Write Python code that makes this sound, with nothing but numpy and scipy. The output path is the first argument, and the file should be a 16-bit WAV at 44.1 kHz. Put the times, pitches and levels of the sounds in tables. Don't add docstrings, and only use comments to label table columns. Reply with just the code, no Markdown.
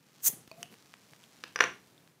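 import sys
import numpy as np
from scipy import signal
from scipy.fft import rfft, irfft, next_fast_len
from scipy.io import wavfile

SR = 44100
rng = np.random.default_rng(int(sys.argv[2]) if len(sys.argv) > 2 else 0)


def unload_wav(signal):
    wavfile.write(
        sys.argv[1],
        SR,
        np.round(np.clip(np.atleast_2d(signal).T, -1, 1) * 32767).astype(np.int16),
    )


N = 97020
HIT_SAMPLES = SR // 4


# pitch_hz, level_db
ROOM_TONE_COLOUR = [(25, -35), (60, -9.5), (100, -3), (140, 5), (200, 1), (320, -3), (600, -9), (1500, -13),
                    (5000, -20.5), (15000, -24)]
# time_s, level_db
ROOM_TONE_LEVEL = [(0, -67.5), (.2, -65), (2.05, -62.5), (2.2, -67.5)]
# pitch_hz, level_db
FIZZ_COLOUR = [(300, -4), (1200, 1.5), (3000, 2), (6000, 1.5), (9000, -5.5), (15000, -12.5)]
# time_s, level_db
FIZZ_LEVEL = [(0, -73.5), (.18, -63.5), (.5, -67.5), (.72, -66), (1.1, -65), (1.45, -63.5), (1.85, -69),
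              (2.2, -79.5)]
FIZZ_PER_S, FIZZ_SPREAD_DB = 2800, 4

# pitch_hz, fade_s
ROOM_FADE = [(150, .5), (500, 0.26), (1500, 0.2758), (4000, 0.25), (8000, 0.33), (15000, 0.15)]
# pitch_hz, level_db
ROOM_COLOUR = [(100, 0), (450, 2.5), (800, 7.5), (1500, -3), (3000, 4.5), (6000, -3.5), (12000, 1)]
ROOM_DELAY_S, ROOM_BUILD_S, COUNTER_WET_DB = 0.0014, 0.015, -11
# pitch_hz, level_db
NEAR_TO_ROOM_COLOUR = [(700, -17), (1800, -13.5), (4500, -17.5), (7200, -23), (10500, -12.5), (14000, -17)]
# delay_s, level_db
ECHOES = [(.0017, -12), (.0039, -13), (0.0184, -20.5)]

# centre_s, level_db, spread_s
BUMPS = [(0.297, -49.5, 0.0062), (0.335, -45.5, 0.0048), (0.381, -58.5, 0.038), (0.478, -48.5, 0.0012),
         (0.611, -54.5, 0.032), (0.728, -55, 0.015), (1.126, -57, 0.0059), (1.874, -58.5, 0.0028)]
# pitch_hz, level_db
BUMP_COLOUR = [(50, -29), (130, 5), (330, -2), (520, -3.5), (900, -15.5), (3000, -22.5)]
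# start_s, level_db, centre_hz, fade_s
TICKS = [(0.4765, -38, 3640, 0.0015), (0.7261, -37, 2500, 0.0011), (.741, -34, 2360, 0.0012),
         (0.9396, -25.5, 2100, 0.0013), (1.1344, -33.5, 1930, 0.0017), (1.2395, -38, 3240, 0.0023),
         (1.8723, -40, 3500, 0.00053), (1.979, -50, 3620, 0.013), (2.076, -37.5, 3420, 0.00071)]
TICK_TOP_RATIO = 4
TICK_GRIT_DB, TICK_GRIT_FADE_S = -25.5, 0.027

# pitch_hz, level_db, fade_s
TAP_MODES = [(338, -20, 0.089), (510, -18, .03), (1720, -5.5, .009), (2750, -1.5, 0.0032),
             (3953, 0.5, 0.002), (4970, -5, 0.0068), (5770, -10, .008)]
TAP_S, TAP_DB, TAP_GRIT_DB, TAP_GRIT_FADE_S = 1.4387, -28, -20, .012
# start_s, knock_level_db, first_ring_level_db, second_ring_level_db
KNOCKS = [(1.5597, -18.5, -23, -24.5), (1.59, -22.5, -35.5, -32.5), (1.6045, -13, -17, -28.5),
          (1.6074, -3.5, -17.5, -24.5), (1.6095, -18, -26, -32), (1.6214, -22, -32, -44),
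          (1.6396, -14, -19.5, -39)]
# pitch_hz, level_db, fade_s
KNOCK_MODES = [(444, -30.5, 0.042), (515.6, -24.5, 0.072), (710, -30, .1), (877, -29, .1), (1192, -16, .03),
               (1430, -25, 0.067), (1571, -16.5, .045), (1718, -14, 0.018), (1930, -1.5, 0.0042),
               (2167, -21.5, 0.031), (2487, -21.5, .02), (2740, -29.5, 0.021), (3300, -28, 0.02),
               (4090, -33, 0.02)]
# pitch_hz, level_db, fade_s
FIRST_METAL_MODES = [(5800, -1.5, 0.011), (5850, -40.5, .27), (5974, -7.5, .010), (9150, -26, 0.014),
                     (9670, -23, 0.011)]
# pitch_hz, level_db, fade_s
SECOND_METAL_MODES = [(5040, -1, 0.013), (11000, -20, .008)]
# pitch_hz, level_db, fade_s
BOOM_MODES = [(78, -54, .45), (127, -39.5, 0.22), (182, -40.5, 0.54), (347, -37.5, 0.04)]
# pitch_hz, level_db
KNOCK_COLOUR = [(60, -23), (200, -12), (330, -3), (480, 0), (640, -5.5), (900, -2), (1200, 3.5),
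                (2500, 2.5), (4200, 1.5), (7500, -7), (15000, -2.5)]
KNOCK_ATTACK_S, RING_ATTACK_S, BOOM_ATTACK_S = .00007, 0.00052, .02
KNOCK_GRIT_DB, KNOCK_GRIT_FADE_S = -26, .012
# pitch_hz, level_db
RATTLE_COLOUR = [(800, -21), (2000, -5), (3000, 0), (4300, -1), (5200, -11.5), (6800, -8), (9000, -21.5),
                 (15000, -28.5)]
RATTLE_DB, RATTLE_PER_S, RATTLE_FADE_S = -40.5, 700, 0.26

# time_s, pitch_hz, level_db
WHISTLE = [(.555, 645, -91), (.57, 661, -68), (.584, 676, -53), (.606, 694, -60), (.622, 693, -69),
           (.636, 700, -55), (.652, 729, -71), (.70, 760, -84)]
# pitch_hz, level_db, fade_s
NECK_MODES = [(652, -4.5, 0.11), (1015, 3.5, 0.0082), (2507, 0.5, 0.022), (4430, 0, 0.018)]
POP_S, POP_DB = .5149, -41.5
# pitch_hz, level_db, fade_s
CAP_MODES = [(1880, -11, 0.016), (3020, 1, 0.012), (2970, -21, 0.22), (4570, -2.5, 0.009),
             (5600, -9, 0.0074), (8740, -1, 0.0075), (11580, -20, 0.0059)]
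# pitch_hz, level_db
CAP_GRIT_COLOUR = [(300, -9), (1500, 5.5), (3000, 11), (5500, 11), (9000, 6.5), (15000, -7)]
CAP_S, CAP_DB = .6295, -36

# time_s, level_db
GAS_LEVEL = [(.2, -84.5), (.218, -63), (.234, -39.5), (.247, -28), (.261, -22.5), (.272, -19), (.283, -20),
             (.291, -31.5), (.298, -39.5), (.33, -60.5), (.44, -92)]
# pitch_hz, level_db
JET_COLOUR = [(2000, -50), (4500, -19.5), (5500, -11), (6200, 0.5), (8000, -3), (9300, -6.5), (11500, -6),
              (13500, 0.5), (15200, -0.5), (15700, -4)]
# pitch_hz, level_db
RUSH_COLOUR = [(60, -26.5), (200, -2), (700, -2.5), (1800, 1.5), (2800, 0.5), (5000, 3), (9000, -7.5)]
RUSH_DB = -21
RUSH_GROWS = 0.9
JET_OPENS_S, JET_OPENING_S, TREBLE_LAG_DB = 0.266, .03, -1
SPUTTER_DB, SPUTTER_HZ = 1.46, 250

TOP_HZ, TOP_WIDTH_HZ = 15950, 600


def amp(db):
    return 10 ** (np.asarray(db) / 20)


def unit(x):
    return x / np.sqrt(np.mean(x ** 2) + 1e-20)


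def along(points, hz):
    point_hz, value = np.transpose(points)
    return np.interp(np.log(hz + 1), np.log(point_hz + 1), value)


def clock(size=N):
    return np.arange(size) / SR


def curves(rows):
    time_s, *columns = np.transpose(rows)
    return [np.interp(clock(), time_s, column) for column in columns]


def coloured(x, colour):
    size = next_fast_len(len(x) + 8192)
    gain = amp(along(colour, np.fft.rfftfreq(size, 1 / SR)))
    return irfft(rfft(x, size) * gain, size)[:len(x)]


def noise(colour):
    return unit(coloured(rng.standard_normal(N), colour))


def add(track, start_s, sound):
    part = track[round(start_s * SR):][:len(sound)]
    part += sound[:len(part)]


def ring(modes):
    t = clock(HIT_SAMPLES)
    return sum(amp(db - 60 * t / fade_s) * np.sin(2 * np.pi * hz * t) for hz, db, fade_s in modes)


def grit(fade_s):
    return rng.standard_normal(HIT_SAMPLES) * amp(-60 * clock(HIT_SAMPLES) / fade_s)


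def rise(attack_s):
    return 1 - np.exp(-clock(HIT_SAMPLES) / attack_s)


def room_tone():
    level_db, = curves(ROOM_TONE_LEVEL)
    return amp(level_db) * noise(ROOM_TONE_COLOUR)


def fizz():
    level_db, = curves(FIZZ_LEVEL)
    happens = rng.random(N) < FIZZ_PER_S / SR
    strength = rng.standard_normal(N) * amp(FIZZ_SPREAD_DB * rng.standard_normal(N))
    return amp(level_db) * unit(coloured(happens * strength, FIZZ_COLOUR))


def room(x):
    hz, t, grid = signal.stft(rng.standard_normal(SR // 2), SR, nperseg=256)
    fade = amp(-60 * t / along(ROOM_FADE, hz)[:, None])
    tail = signal.istft(grid * fade, SR, nperseg=256)[1]
    since_delay = np.maximum(clock(len(tail)) - ROOM_DELAY_S, 0)
    build = 1 - np.exp(-since_delay / ROOM_BUILD_S)
    answer = build * coloured(tail, ROOM_COLOUR) / np.linalg.norm(build * tail)
    return signal.fftconvolve(x, answer)[:N]


def echoes(x):
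    out = x.copy()
    for delay_s, level_db in ECHOES:
        add(out, delay_s, amp(level_db) * x)
    return out


def hand_bumps():
    t = clock()
    swells = sum(amp(db) * np.exp(-((t - centre_s) / spread_s) ** 2 / 2)
                 for centre_s, db, spread_s in BUMPS)
    return swells * noise(BUMP_COLOUR)


def hand_ticks():
    out = np.zeros(N)
    for start_s, level_db, hz, fade_s in TICKS:
        snap = ring([(hz, 0, fade_s)]) + amp(TICK_GRIT_DB) * grit(TICK_GRIT_FADE_S)
        band = [hz / 3, min(TICK_TOP_RATIO * hz, TOP_HZ)]
        b, a = signal.butter(2, band, "bandpass", fs=SR)
        add(out, start_s, amp(level_db) * signal.lfilter(b, a, snap))
    return out


def rattle():
    hardest = max(KNOCKS, key=lambda row: row[1])
    t = clock() - hardest[0]
    hits = (rng.random(N) < RATTLE_PER_S / SR) * rng.standard_normal(N)
    fade = (t > 0) * amp(RATTLE_DB - 60 * np.abs(t) / RATTLE_FADE_S)
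    return fade * unit(coloured(hits, RATTLE_COLOUR))


def opener():
    knocks, rings = np.zeros(N), np.zeros(N)
    knock_rise, ring_rise, boom_rise = rise(KNOCK_ATTACK_S), rise(RING_ATTACK_S), rise(BOOM_ATTACK_S)
    tap = ring(TAP_MODES) + amp(TAP_GRIT_DB) * grit(TAP_GRIT_FADE_S)
    add(knocks, TAP_S, amp(TAP_DB) * tap)
    for start_s, knock_db, first_db, second_db in KNOCKS:
        knock = ring(KNOCK_MODES) + amp(KNOCK_GRIT_DB) * grit(KNOCK_GRIT_FADE_S)
        metal = amp(first_db) * ring(FIRST_METAL_MODES) + amp(second_db) * ring(SECOND_METAL_MODES)
        boom = amp(knock_db) * boom_rise * ring(BOOM_MODES)
        add(knocks, start_s, amp(knock_db) * knock_rise * knock)
        add(rings, start_s, ring_rise * metal + boom)
    return coloured(knocks, KNOCK_COLOUR) + rings


def whistle():
    hz, level_db = curves(WHISTLE)
    flutter = 1 + 0.2 * noise([(50, -5), (200, -32.0)])
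    blowing = (clock() > WHISTLE[0][0]) & (clock() < WHISTLE[-1][0])
    tone = np.sqrt(2) * np.sin(2 * np.pi * np.cumsum(hz) / SR)
    return blowing * amp(level_db) * flutter * tone


def cap():
    out = np.zeros(N)
    pop = ring(NECK_MODES) + amp(-9.0) * grit(fade_s=0.012)
    click = ring(CAP_MODES) + coloured(grit(fade_s=0.0096), CAP_GRIT_COLOUR)
    add(out, POP_S, amp(POP_DB) * pop)
    add(out, CAP_S, amp(CAP_DB) * click)
    return out


def gas():
    level_db, = curves(GAS_LEVEL)
    full_db = level_db.max()
    low_pass = signal.butter(2, SPUTTER_HZ, fs=SR, output="sos")
    sputter = unit(signal.sosfilt(low_pass, rng.standard_normal(N)))
    level_db = level_db + SPUTTER_DB * sputter
    jet = noise(JET_COLOUR)
    treble = coloured(jet, [(8000, -31), (10000, 0)])
    closed = np.clip((JET_OPENS_S - clock()) / JET_OPENING_S, 0, 1)
    jet = jet + treble * (amp(TREBLE_LAG_DB * closed) - 1)
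    rush_db = full_db + RUSH_DB + RUSH_GROWS * (level_db - full_db)
    return amp(level_db) * jet + amp(rush_db) * noise(RUSH_COLOUR)


def scene():
    counter = opener() + rattle()
    bottle = hand_bumps() + hand_ticks() + whistle() + cap() + gas()
    wet = room(coloured(bottle, NEAR_TO_ROOM_COLOUR)) + room(amp(COUNTER_WET_DB) * counter)
    return (room_tone() + fizz() + wet + echoes(counter) + bottle)[None]


def record(dry, low_cut_hz=105):
    high_pass = signal.butter(2, low_cut_hz, "highpass", fs=SR, output="sos")
    x = signal.sosfilt(high_pass, dry)
    size = next_fast_len(N + SR // 2)
    edge = np.clip((TOP_HZ - np.fft.rfftfreq(size, 1 / SR)) / TOP_WIDTH_HZ, 0, 1)
    return irfft(rfft(x, size) * np.sin(np.pi / 2 * edge) ** 2, size)[:, :N]


dry = scene()
out = record(dry)
unload_wav(out)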